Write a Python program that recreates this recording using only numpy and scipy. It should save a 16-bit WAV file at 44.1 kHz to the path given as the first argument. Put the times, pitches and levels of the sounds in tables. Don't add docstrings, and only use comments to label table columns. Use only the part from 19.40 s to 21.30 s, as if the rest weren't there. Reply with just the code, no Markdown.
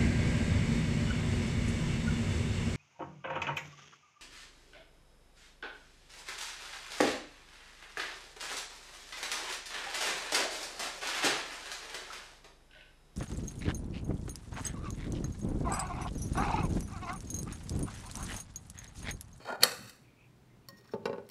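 import sys
import numpy as np
from scipy import signal
from scipy.fft import rfft, irfft
from scipy.io import wavfile
from scipy.ndimage import uniform_filter1d

SR = 44100
rng = np.random.default_rng(int(sys.argv[2]) if len(sys.argv) > 2 else 0)


def materialize(psi):
    bounded = np.clip(np.atleast_2d(psi).T, -1, 1)
    quanta = np.round(bounded * 32767).astype(np.int16)
    wavfile.write(sys.argv[1], SR, quanta)


def ratio(d):
    e = np.asarray(d, float) / 20
    return 10 ** e


N = 83790
T = np.arange(N) / SR


def unit(x):
    return x / np.sqrt(np.mean(x ** 2))


def band(x, hz, width):
    return signal.lfilter(*signal.iirpeak(min(hz, 0.45 * SR), hz / width, fs=SR), x)


def bell(centre_s, length_s):
    return np.exp(-((T - centre_s) / length_s) ** 2)


def body(x, peaks):
    total = 0
    for k, (hz, width, db) in enumerate(peaks):
        mode = band(band(x, hz, 2 * width), hz, width)
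        total = total + (-1) ** k * ratio(db) * np.sqrt(100 / width) * mode
    return unit(total)


def slips():
    slips_per_s, scatter_db = 4000, 2
    chance, sign, size = rng.random((3, N))
    happens = chance < slips_per_s / SR
    return unit(happens * np.sign(sign - 0.5) * ratio(-scatter_db * np.log(size + 0.0059)))


def chatter():
    # t/s, length/s, level/dB
    catches = [
        (.026, .003, 4.5),
        (.056, .003, 3.5),
        (.091, .003, 3),
        (.105, .004, 6.5),
        (.128, .005, 5),
        (.157, .003, 3.5),
        (.209, .003, 5),
        (.2275, .002, 3),
        (.232, .0015, 3.5),
    ]
    rate_per_s, depth_db = 150, 1.5
    hold = int(SR / rate_per_s)
    steps = np.repeat(rng.standard_normal(N // 40), hold)[:N]
    walk = uniform_filter1d(steps, hold)
    grabs = sum(db * bell(s, d) for s, d, db in catches)
    return ratio(depth_db * walk + grabs)


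def knife():
    # t/s, rasp level/dB, scrape level/dB
    strokes = np.array([(0, -52, -61), (0.046, -64.5, -61), (0.056, -46.5, -54.5), (0.092, -38.5, -53),
                        (0.157, -43, -59.5), (0.164, -53.5, -69), (0.204, -57, -71.5), (.208, -54.5, -55),
                        (0.216, -54, -51), (0.234, -36, -28), (0.238, -33.5, -32), (.3, -54, -43),
                        (0.419, -82.5, -55.5), (.5, -120, -56), (0.558, -84, -64), (.72, -90, -88)])
    # f/Hz, width/Hz, level/dB
    food = [(475.6, 110, -2), (650, 82, -3.5), (781, 190, -0.5), (1051, 480, -6), (1446, 110, -2.5),
            (1775, 120, -9), (2450, 60, -17.5)]
    # f/Hz, width/Hz, level/dB
    sawing = [(1790, 600, 3.5), (2443, 200, 0), (2780, 320, -4), (3175, 120, 0), (3760, 100, -1),
              (4400, 310, 4), (5170, 500, -6), (6700, 1200, -5), (7680, 690, -7.5), (8900, 960, -9.5),
              (10900, 900, -16), (13800, 1900, -13.5)]
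    # f/Hz, width/Hz, level/dB
    dragging = [(1410, 600, 3.5), (1950, 460, -2), (2600, 160, 1), (3000, 300, -12), (3765, 200, -2.5),
                (4445, 250, 1), (5735, 940, 0.5), (7646, 710, -1.5), (8900, 750, -4), (10000, 200, -15.5),
                (11230, 150, -10), (12110, 200, -18), (13370, 180, -11), (14700, 500, -17.5)]
    slip_s = 0.236
    dull = body(slips(), food)
    bright = np.where(T < slip_s, body(slips(), sawing), body(slips(), dragging))
    dull_gain = ratio(np.interp(T, strokes[:, 0], strokes[:, 1]))
    bright_gain = ratio(np.interp(T, strokes[:, 0], strokes[:, 2]))
    return chatter() * (dull * dull_gain + bright * bright_gain)


def hits(rows, modes, spread, rise_s, crack_hz, crack_t60, cycles=0.6):
    side_db = -7.5
    out, t = np.zeros(N + SR), T[:SR // 2]
    f, db, t60 = np.repeat(modes, 3, axis=0).T[:, :, None]
    side = np.tile([0, -1, 1], len(modes))[:, None]
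    crack_band = signal.butter(3, [600, crack_hz], "band", fs=SR, output="sos")
    for s, ring_db, contact_ms, crack_db in rows:
        level, detune, turn = rng.standard_normal((3,) + f.shape)
        hz = f * (1 + spread * side * (1 + 0.43 * detune))
        phase = np.repeat(turn[::3], 3, axis=0)
        decay = ratio(db + side_db * side ** 2 + 2.3 * level - 60 * t / t60)
        build = 1 - np.exp(-f * t / cycles)
        ring = (decay * np.sin(2 * np.pi * (hz * t + phase)) * build).sum(0)
        u = (T[:300] + 1 / SR) * 4000 / max(contact_ms, 0.01)
        push = u * np.exp(-u)
        pushed = signal.fftconvolve(ring, push / push.sum())[:len(t)]
        crack = signal.sosfilt(crack_band, rng.standard_normal(len(t)))
        both = ratio(ring_db) * pushed + crack * ratio(crack_db - 60 * t / crack_t60)
        i = int(s * SR)
        out[i:i + len(t)] += both * (1 - np.exp(-t / rise_s))
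    return out[:N]


def clacks():
    # t/s, ring level/dB, contact/ms, crack level/dB
    strikes = [
        (.2068, -48, 0.17, -58),
        (.2095, -49.5, 0.14, -45.5),
        (.2312, -31.5, 0.44, -35),
        (.2338, -14.5, 0.073, -9),
        (.4953, -49, 0.051, -49),
    ]
    # f/Hz, level/dB, t60/s
    blade = [(516.2, -15.5, 0.058), (1185, -15, 0.044), (1401, -9.5, 0.037), (1836, -11, 0.044),
             (1980, -2.5, 0.016), (3100, -10, 0.046), (3724, -9, .03), (4300, 7.5, 0.012),
             (4630, -2, 0.028), (5490, -3, 0.015), (7560, -6.5, .03), (10140, -15.5, .034),
             (11170, -6.5, 0.053), (13320, -7.5, 0.054)]
    return hits(strikes, blade, 0.0017, 0.00067, 13000, 0.018)


def thuds():
    # t/s, ring level/dB, contact/ms, crack level/dB
    blows = [(1.5358, -28, 0.85, -45.5), (1.5398, -36, 1, -64), (1.558, -49.5, 0.77, -64),
             (1.592, -51, 0.64, -70), (1.6551, -29.5, 0.2, -30), (1.677, -41.5, 0.6, -47),
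             (1.696, -35.5, 0.64, -52), (1.700, -39, .8, -56), (1.7295, -35, 0.35, -48.5),
             (1.7589, -49, 0.37, -62), (1.7809, -39.5, 0.46, -55)]
    # f/Hz, level/dB, t60/s
    wood = [(114, -9, 0.095), (195, -3, 0.045), (234, -5, 0.073), (400, -19.5, 0.1), (450.8, 4, 0.067),
            (553.8, -4, 0.11), (678, -17, 0.11), (883, -3.5, 0.093), (965, -16, 0.07), (1088.5, -11, 0.11),
            (1211, -15, 0.1), (1480, -6.5, 0.077), (1890, -14, 0.087), (2356, -16, 0.077)]
    return hits(blows, wood, 0.078, 0.00046, 4970, 0.035, 1.02)


def landing():
    # t/s, ring level/dB, contact/ms, crack level/dB
    landings = [
        (1.6552, -43, 0.044, -45.5),
    ]
    # t/s, ring level/dB, contact/ms, crack level/dB
    rebounds = [
        (1.5355, -57, 0.17, -55),
        (1.695, -51, 0.27, -58),
        (1.7295, -50, 0.21, -54),
        (1.7815, -57.5, 0.3, -53),
    ]
    # f/Hz, level/dB, t60/s
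    steel = [(2360, -2, 0.06), (2730, -1, 0.072), (3120, -9, 0.11), (3950, -0.5, 0.053),
             (4440, -4.5, 0.041), (5130, -1, 0.043), (5670, -13, 0.087), (7100, -9, .04),
             (8900, -15, 0.071), (9900, -21, 0.057), (11600, -14, .05), (13300, -17, 0.033),
             (14900, -15, .02)]
    bright = hits(landings, steel, 0.013, 0.00053, 16000, 0.0088)
    return bright + hits(rebounds, steel[:7], 0.016, 0.00034, 5000, 0.012)


def clinks():
    # t/s, ring level/dB, contact/ms, crack level/dB
    taps = [
        (1.2860, -49.5, 0.035, -39.5),
        (1.8895, -70, 0.027, -46),
        (1.8985, -62, 0.045, -48),
    ]
    # f/Hz, level/dB, t60/s
    plate = [(549, -9.5, 0.15), (1070, -7, 0.34), (1870, -12, 0.6), (3110, -15.5, 0.16), (4440, 6, 0.032),
             (5510, 2, 0.062), (7280, -10.5, 0.056), (8242, -26, 0.028), (9060, -10.5, 0.037),
             (11500, -27, 0.025), (13400, -17, .02), (15160, -3, 0.027)]
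    return hits(taps, plate, 0.0057, 0.00043, 22000, 0.0146)


def fork():
    # t/s, length/s, ring level/dB, dull scuff level/dB
    brushes = [(1.30, 0.0099, -62, -67), (1.329, 0.013, -75, -84), (1.373, 0.003, -65, -75),
               (1.383, 0.0068, -67, -79), (1.388, 0.033, -72, -84), (1.412, 0.003, -74, -70),
               (1.446, 0.0045, -69.5, -66), (1.458, 0.0052, -73, -63.5), (1.476, .003, -68, -75),
               (1.487, 0.013, -70, -67.5), (1.52, 0.0087, -63.5, -67), (1.541, 0.011, -67, -59),
               (1.637, .012, -88, -70), (1.868, 0.0081, -77, -78)]
    # f/Hz, width/Hz, level/dB
    glaze = [(3695, 200, -7), (4400, 300, -1.5), (5450, 250, 4), (6080, 270, -11), (6870, 400, -4),
             (8900, 220, -6.5), (9800, 400, -14), (11700, 500, -9), (13200, 1200, -11), (15400, 500, -9)]
    # f/Hz, width/Hz, level/dB
    scuff = [(1100, 700, 5), (2670, 970, -4), (4160, 800, 1)]
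    # t/s, length/s, level/dB, f/Hz
    creaks = [
        (0.652, 0.011, -65, 2500),
        (0.683, 0.012, -71, 2397),
        (0.72, 0.043, -74.5, 2370),
        (0.776, 0.0055, -80, 2450),
        (0.808, 0.037, -68.5, 2450),
        (0.846, 0.03, -69, 2520),
        (1.12, 0.037, -73.5, 2048),
        (1.496, 0.0033, -55.5, 1640),
        (1.25, 0.012, -78.5, 2520),
    ]
    x = slips()
    ring, dull = body(slips(), glaze), body(slips(), scuff)
    brush = sum((ratio(db) * ring + ratio(dull_db) * dull) * bell(s, d) for s, d, db, dull_db in brushes)
    squeak = sum(ratio(db) * bell(s, d) * unit(band(band(x, f, 410), f, 310)) for s, d, db, f in creaks)
    return brush + squeak


def crumbs():
    # t/s, level/dB, f/Hz
    ticks = [(.428, -58, 13900), (0.446, -71, 13020), (.476, -58.5, 14300), (.490, -62, 14000),
             (.53, -50, 4460), (.53, -71, 14000), (.05, -56, 5000), (.44, -64, 14000), (.465, -63.5, 13800),
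             (.506, -70, 10900), (1.63, -67, 3500), (1.76, -55, 2630), (0.557, -67.5, 13980),
             (.58, -75, 8000), (0.7046, -59, 3020), (1.8671, -67, 6500), (1.8671, -69, 4300),
             (0.496, -58, 8900), (1.418, -66, 2500)]
    x = rng.standard_normal(N)
    total = 0
    for s, db, f in ticks:
        decay = ratio(db + 16.5 - 60 * np.abs(T - s) / 0.0071)
        burst = x * (T >= s) * decay
        total = total + band(band(burst, f, 0.3 * f), f, 0.17 * f)
    return total


def bumps():
    # t/s, length/s, level/dB, f/Hz
    shudders = [(0, 0.0095, -49, 219.5), (0.115, 0.028, -51.5, 220), (0.219, 0.017, -45.5, 115.6),
                (0.245, 0.039, -46, 210), (0.399, .018, -48.5, 195), (1.704, 0.012, -46, 195.4),
                (0.426, 0.043, -51, 115), (0.461, 0.017, -62, 191), (1.331, 0.027, -58.5, 196),
                (1.406, 0.017, -63, 400), (1.612, 0.061, -54.5, 112.4)]
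    x = rng.standard_normal(N)
    return sum(ratio(db) * bell(s, d) * unit(band(band(x, f, 1.1 * f), f, 0.35 * f)) for s, d, db, f in shudders)


def room(x):
    # f/Hz, t60/s, level/dB
    decays = [(220, 0.51, -21), (566, .5, -23), (1000, 0.38, -22.5), (1730, .55, -26), (2900, 0.48, -30),
              (4960, .6, -35), (7800, 0.41, -30), (11620, 0.66, -23)]
    delay_s, relative_width = 0.0031, 0.8
    t = T[:SR]
    h = 0
    for f, t60, db in decays:
        noise = unit(band(rng.standard_normal(SR), f, relative_width * f))
        h = h + noise * ratio(db - 60 * t / t60) / np.sqrt(SR * t60 / 14)
    onset = 1 - np.exp(-(t / delay_s) ** 2)
    return signal.fftconvolve(x, h * onset)[:N]


def air():
    # f/Hz, density level/dB
    spectrum = np.array([(15, -49.5), (25, -12), (92, -8.5), (127, -6.5), (185, -9.5), (363, -12.5),
                         (531, -19.5), (2000, -27.5), (16000, -44.5)])
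    tone_db, hum_db, hum_hz, hum_width_hz = -63, -66, 123, 9
    f = np.arange(N // 2 + 1) * SR / N + 1
    gain = ratio(np.interp(np.log(f), np.log(spectrum[:, 0]), spectrum[:, 1]))
    tone = irfft(rfft(rng.standard_normal(N)) * gain, N)
    hum = band(rng.standard_normal(N), hum_hz, hum_width_hz)
    return ratio(tone_db) * unit(tone) + ratio(hum_db) * unit(hum)


def scene():
    table_sounds = knife() + clacks() + thuds() + landing() + clinks() + fork() + crumbs() + bumps()
    near = signal.sosfilt(signal.butter(2, 90, "high", fs=SR, output="sos"), table_sounds)
    return (near + room(near) + air())[None]


def top_cut(x):
    return signal.sosfilt(signal.butter(12, 16780, fs=SR, output="sos"), x)


def record(dry):
    mix = signal.sosfilt(signal.ellip(10, 0.3, 40, 15750, fs=SR, output="sos"), dry)
    return top_cut(mix)


dry = scene()
out = record(dry)
materialize(out)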